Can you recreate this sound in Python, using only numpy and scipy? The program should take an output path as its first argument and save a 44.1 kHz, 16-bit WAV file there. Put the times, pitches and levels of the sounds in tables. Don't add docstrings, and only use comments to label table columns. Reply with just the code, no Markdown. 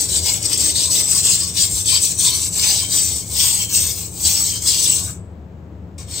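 import sys
import numpy as np
from scipy import signal
from scipy.fft import rfft, irfft, next_fast_len
from scipy.io import wavfile
from scipy.ndimage import uniform_filter1d, map_coordinates

SR = 44100
rng = np.random.default_rng(int(sys.argv[2]) if len(sys.argv) > 2 else 0)


def inscribe(sig):
    pcm = np.round(np.clip(np.atleast_2d(sig).T, -1, 1) * 32767)
    wavfile.write(sys.argv[1], SR, pcm.astype(np.int16))


N = 273420

# (frequency [Hz], relative density [dB])
HISS_SPECTRUM = [(2000, -30.5), (5200, -5.5), (6000, 2), (6900, -5), (7900, 0), (9400, -0.5), (10400, -15),
                 (11500, -12), (15500, -8)]


def amp(db):
    return 10 ** (np.asarray(db) / 20)


def unit(x):
    return x / np.sqrt(np.mean(x ** 2) + 1e-20)


def clock():
    return np.arange(N) / SR


def along(points, hz):
    f, value = np.transpose(points)
    return np.interp(np.log(hz + 1), np.log(f + 1), value)


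def wobble(rate):
    knots = rng.standard_normal(int(N * rate / SR) + 4)
    return map_coordinates(knots, [np.arange(N) * rate / SR])


def filtered(x, response):
    m = next_fast_len(N + SR // 2)
    hz = np.fft.rfftfreq(m, 1 / SR)
    return irfft(rfft(x, m) * response(hz), m)[..., :N]


def coloured(x, spectrum):
    return unit(filtered(x, lambda hz: amp(along(spectrum, hz))))


def rung(x, modes):
    def response(f):
        return sum(amp(db) * 1j * f * width / (centre * centre - f * f + 1j * f * width)
                   for centre, width, db in modes)
    return unit(filtered(x, response))


def fan():
    # (frequency [Hz], relative density [dB])
    air_spectrum = [(25, -47), (50, -13.5), (80, -2), (125, -9.5), (180, -4.5), (220, -13), (290, -12.5),
                    (490, -18), (800, -25), (1500, -35), (3100, -45), (6000, -53.5), (8500, -69),
                    (15000, -56)]
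    # (frequency [Hz], rms level [dB])
    tones = [(79, -40), (101, -43), (172.4, -47)]
    # (frequency [Hz], correlation [-1 to 1])
    alike = [(100, 0.99), (300, 0.99), (1200, 0.29)]

    def mid_and_side(hz):
        angle = np.arccos(np.clip(along(alike, hz), -1, 1)) / 2
        return np.array([np.cos(angle), np.sin(angle)])

    air = filtered(rng.standard_normal((2, N)), mid_and_side)
    mid, side = coloured(air, air_spectrum)
    hum = sum(amp(db) * unit(np.sin(2 * np.pi * hz * clock() + 0.8 * wobble(6))) for hz, db in tones)
    return amp(-38.0) * unit(np.array([mid + side, mid - side])) + hum


BRAKE_S, TURN_DB = 0.038, 9
LIFT_S, LIFT_DB = .28, -40.5
BITE_GROWS = 1.3
TREMOR_DB, TREMOR_RATE = 1, 35
SKID_S = 0.016
PEEL_S = 0.12
LEAVE_S, SET_DOWN_S = 5.22, 5.98


def effort():
    # (start [s], rise [s], hiss gain at full speed [dB],
    # sag over the stroke, negative for a swell [dB], bite gain relative to hiss at full speed [dB])
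    strokes = [(-.05, .05, -17.5, 3, -7.5), (0.079, 0.013, -21.5, -2, -6.5), (.21, 0.054, -16, 5, -6.5),
               (0.404, 0.048, -20, -3.5, -7), (0.48, 0.041, -22, -4.5, -3), (.568, 0.042, -16.5, 2, -6),
               (.735, 0.02, -18.5, 0.5, -6.5), (.895, 0.012, -17.5, -1, -7), (1.046, 0.03, -21, -3.5, -7.5),
               (1.222, 0.029, -15.5, 9, -4.5), (1.522, 0.056, -17.5, -0.5, -5), (1.687, 0.028, -19, 0, -14),
               (1.842, .04, -19, -3.5, -3.5), (1.999, 0.037, -16, 7, -9), (2.161, 0.051, -13.5, 10, -6.5),
               (2.503, 0.1, -12.5, 9, -4.5), (2.872, 0.067, -16, 11, -7), (3.25, 0.16, -15, 8, -5),
               (3.674, 0.071, -16, 15.5, -6), (4.105, .16, -17, 7.5, -5.5), (4.601, 0.069, -16, 1.5, -9),
               (5.974, 0.012, -40.5, 2.5, -3), (6.055, 0.058, -33.5, -6, -3)]
    # (middle [s], dip [dB])
    skids = [(1.38, 5.5), (2.222, 6.5), (2.32, 4), (2.61, 9), (3.015, 0.5), (4.803, 2.8)]
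    t = clock()
    hiss_db, bite_db = np.zeros((2, N))
    ends = [row[0] for row in strokes[1:]] + [t[-1] + 2 * BRAKE_S]
    turn_db = strokes[0][2] - TURN_DB
    for (start, rise, db, sag_db, press_db), end in zip(strokes, ends):
        brake, end_db = BRAKE_S, db - sag_db - TURN_DB
        if start < LEAVE_S < end:
            end, brake, end_db = LEAVE_S, LIFT_S, LIFT_DB
        now = t >= start
        corners = np.maximum.accumulate([start, start + rise, end - brake, end])
        hiss_db[now] = np.interp(t[now], corners, [turn_db, db, db - sag_db, end_db])
        bite_db[now] = db + press_db + BITE_GROWS * (hiss_db[now] - db)
        turn_db = end_db
    tremor_db = TREMOR_DB * wobble(TREMOR_RATE)
    skid_db = sum(db * np.exp(-((t - s) / SKID_S) ** 2) for s, db in skids)
    grip_db = tremor_db - skid_db
    touching = np.clip((LEAVE_S - t) / PEEL_S, 0, 1) ** 2 + (t >= SET_DOWN_S)
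    return touching * amp(hiss_db + grip_db), touching * amp(bite_db + grip_db)


def grit(rate, spread_db, judder_db):
    hit = rng.random(N) < rate / SR
    sizes = rng.standard_normal(N) * amp(spread_db * rng.standard_normal(N))
    judder = amp(judder_db * (wobble(260) + wobble(60)) / 2)
    return unit(hit * sizes * judder)


def shifting(x, patchy_db):
    z = signal.stft(x, nperseg=512)[2]
    field = uniform_filter1d(rng.standard_normal(z.shape), size=6, axis=0)
    field = uniform_filter1d(field, size=8, axis=1)
    patchy = z * amp(patchy_db * unit(field))
    return unit(signal.istft(patchy, nperseg=512)[1][:N])


def grinding(hiss, bite):
    # (frequency [Hz], relative density [dB])
    bite_spectrum = [(1000, -38.5), (1700, -19.5), (2400, -11), (3200, -3.5), (4400, 0.5), (5500, 1.5),
                     (8500, -36)]
    # (frequency [Hz], width [Hz], relative level [dB])
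    blade_modes = [(2440, 92, -15.5), (3600, 65, 0), (4350, 94, 5.5), (4770, 220, 3.5), (5080, 52, 11.5)]
    bright_modes = [(5970, 330, 14.5), (6450, 65, -2), (7610, 90, -13.5)]
    fine = shifting(grit(rate=18000, spread_db=0.0, judder_db=1.0), patchy_db=2.18)
    coarse = shifting(grit(rate=9000, spread_db=-1.0, judder_db=2.45), patchy_db=2.5)
    high = unit(coloured(fine, HISS_SPECTRUM) + amp(-10) * rung(fine, bright_modes))
    low = unit(coloured(coarse, bite_spectrum) + amp(-17.5) * rung(coarse, blade_modes))
    sizzle_db = np.interp(clock(), [2.5, 4.2, 4.7], [-14, -3, -12])
    sizzle = amp(sizzle_db) * rung(fine, [(14540, 1600, 0)])
    return amp(-4.5) * hiss * (high + sizzle) + amp(1.23) * bite * low


def stone(hiss, bite):
    # (frequency [Hz], width [Hz], relative level [dB])
    stone_modes = [(835, 132, -7.5), (1046, 75, 1), (1470, 2000, -11), (2172, 73, 1.5)]
    tray_modes = [(312.2, 19, 10), (378, 31, 3), (455, 110, 0.5)]
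    body = rung(shifting(grit(rate=3300, spread_db=2.0, judder_db=-0.5), patchy_db=4.5), stone_modes)
    tray = rung(rng.standard_normal(N), tray_modes)
    load_db = np.interp(clock(), [1.5, 2.6], [-29.5, -27.5])
    shake_db = np.interp(clock(), [.9, 1.4], [-29.5, -37])
    return amp(load_db) * bite ** 0.57 * body + amp(shake_db) * np.sqrt(hiss) * tray


def bench(hiss):
    # (frequency [Hz], width [Hz], relative level [dB])
    bench_modes = [(79.5, 41, -1.5), (108, 22, -4)]
    # (middle [s], level [dB])
    booms = [(.21, -30), (1.76, -30), (3.4, -29.5), (3.86, -35), (4.3, -33.5), (5.02, -34)]
    swell = sum(amp(db) * np.exp(-((clock() - s) / 0.067) ** 2) for s, db in booms)
    rumble = rung(rung(rng.standard_normal(N) * (hiss > 0), bench_modes), bench_modes)
    boom = unit(np.sin(2 * np.pi * bench_modes[0][0] * clock() + 1.75 * wobble(18)))
    return amp(-39) * rumble + swell * boom


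def catches():
    # (onset [s], relative peak level [dB])
    catch_times = [(.426, -12), (.576, -6), (1.858, -9), (2.188, -9), (4.622, -11), (5.983, -27)]
    t = clock()
    burst = sum(amp(db - 60 * np.abs(t - s) / .04) * (t >= s) for s, db in catch_times)
    return amp(-12) * burst * coloured(rng.standard_normal(N), HISS_SPECTRUM)


def bending():
    # (start [s], end [s], start frequency [Hz], end frequency [Hz], level [dB])
    pushes = [(2.57, 2.78, 1050, 728, -39), (3.37, 3.62, 1073, 840, -50), (4.24, 4.491, 1053, 752, -48)]
    t, out = clock(), np.zeros(N)
    for start, end, from_hz, to_hz, db in pushes:
        phase = 2 * np.pi * np.cumsum(np.interp(t, [start, end], [from_hz, to_hz])) / SR
        progress = np.clip((t - start) / (end - start), 0, 1)
        swell = np.sqrt(np.abs(np.sin(np.pi * progress)))
        band = unit(wobble(110) * np.sin(phase) + wobble(110) * np.cos(phase))
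        out += amp(db) * swell * band
    return out


def singing():
    # (middle [s], half length [s], level [dB])
    sings = [(2.822, .04, -24.5), (3.634, 0.06, -31.5), (4.53, 0.046, -34.5), (4.635, 0.019, -31.5)]
    # (frequency [Hz], width [Hz], relative level [dB])
    overhang_modes = [(2380, 55, -18), (3131, 11.4, 9.5), (4184, 61.6, -12)]
    swell = sum(amp(db) * np.exp(-((clock() - s) / half) ** 2) for s, half, db in sings)
    return swell * rung(rng.standard_normal(N), overhang_modes)


def lift_off():
    t = clock()
    scuff = amp(-41) * np.exp(-((t - 5.095) / 0.02) ** 2) * rung(rng.standard_normal(N), [(1350, 820, 0)])
    decay = amp(-54.0 - 60 * np.abs(t - 5.12) / 0.4) * (t > 5.12)
    ring = decay * rung(rng.standard_normal(N), [(7960, 500, 0)])
    return scuff + ring


def reflected(x, decay, count=40):
    noise = rng.standard_normal((count, 2, SR // 3))
    hz, t, z = signal.stft(noise, SR, nperseg=128)
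    decay_db = -60 * t / along(decay, hz)[:, None]
    tails = signal.istft(z * amp(decay_db), SR, nperseg=128)[1]
    tails = tails / np.linalg.norm(tails, axis=-1, keepdims=True)
    hop = N // (count - 2)
    padded, out = np.pad(x, (hop, SR)), np.zeros((2, N + 2 * SR))
    fade = np.sqrt(np.hanning(2 * hop))
    for k, tail in enumerate(tails):
        piece = fade * padded[k * hop:(k + 2) * hop]
        echo = signal.fftconvolve(piece[None], tail, axes=1)
        out[:, k * hop:k * hop + echo.shape[1]] += echo
    return out[:, hop:hop + N]


def room(x):
    # (frequency [Hz], decay time T60 [s])
    nearby = [(300, 0.063), (15000, 0.036)]
    walls = [(1000, 0.48), (15000, 0.071)]
    # (frequency [Hz], share [0 to 1])
    diffuse = [(300, .01), (550, 0.22), (1200, 0.81), (15000, 0.47)]
    share = lambda hz: np.clip(along(diffuse, hz), 0, 1)
    echoes = reflected(x, nearby) + amp(-7.5) * reflected(x, walls)
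    direct = filtered(x, lambda hz: np.sqrt(1 - share(hz)))
    return direct + filtered(echoes, lambda hz: np.sqrt(share(hz)))


def scene():
    hiss, bite = effort()
    knife = grinding(hiss, bite) + stone(hiss, bite) + bending() + singing() + catches() + lift_off()
    return room(knife) + bench(hiss) + fan()


def record(dry):
    # (frequency [Hz], gain [dB])
    ports = [(5900, -0.5), (6500, 5.5), (7200, 11), (7850, 15), (8700, 7), (9500, -0.5)]
    # (frequency [Hz], level difference [dB])
    balance = [(100, 4.06), (8500, 4.74), (13000, 1.3)]
    peak_top, top_hz = .85, 15800
    common = dry.mean(axis=0)
    picked_up = dry - common + filtered(common, lambda hz: amp(along(ports, hz)))
    pair = filtered(picked_up, lambda hz: amp(np.outer([1, -1], along(balance, hz)) / 2))
    rounded = pair / (1 + np.abs(pair / peak_top) ** 6) ** (1 / 6)
    return filtered(rounded, lambda hz: np.clip((top_hz - hz) / 200 + .5, 0, 1))


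dry = scene()
out = record(dry)
inscribe(out)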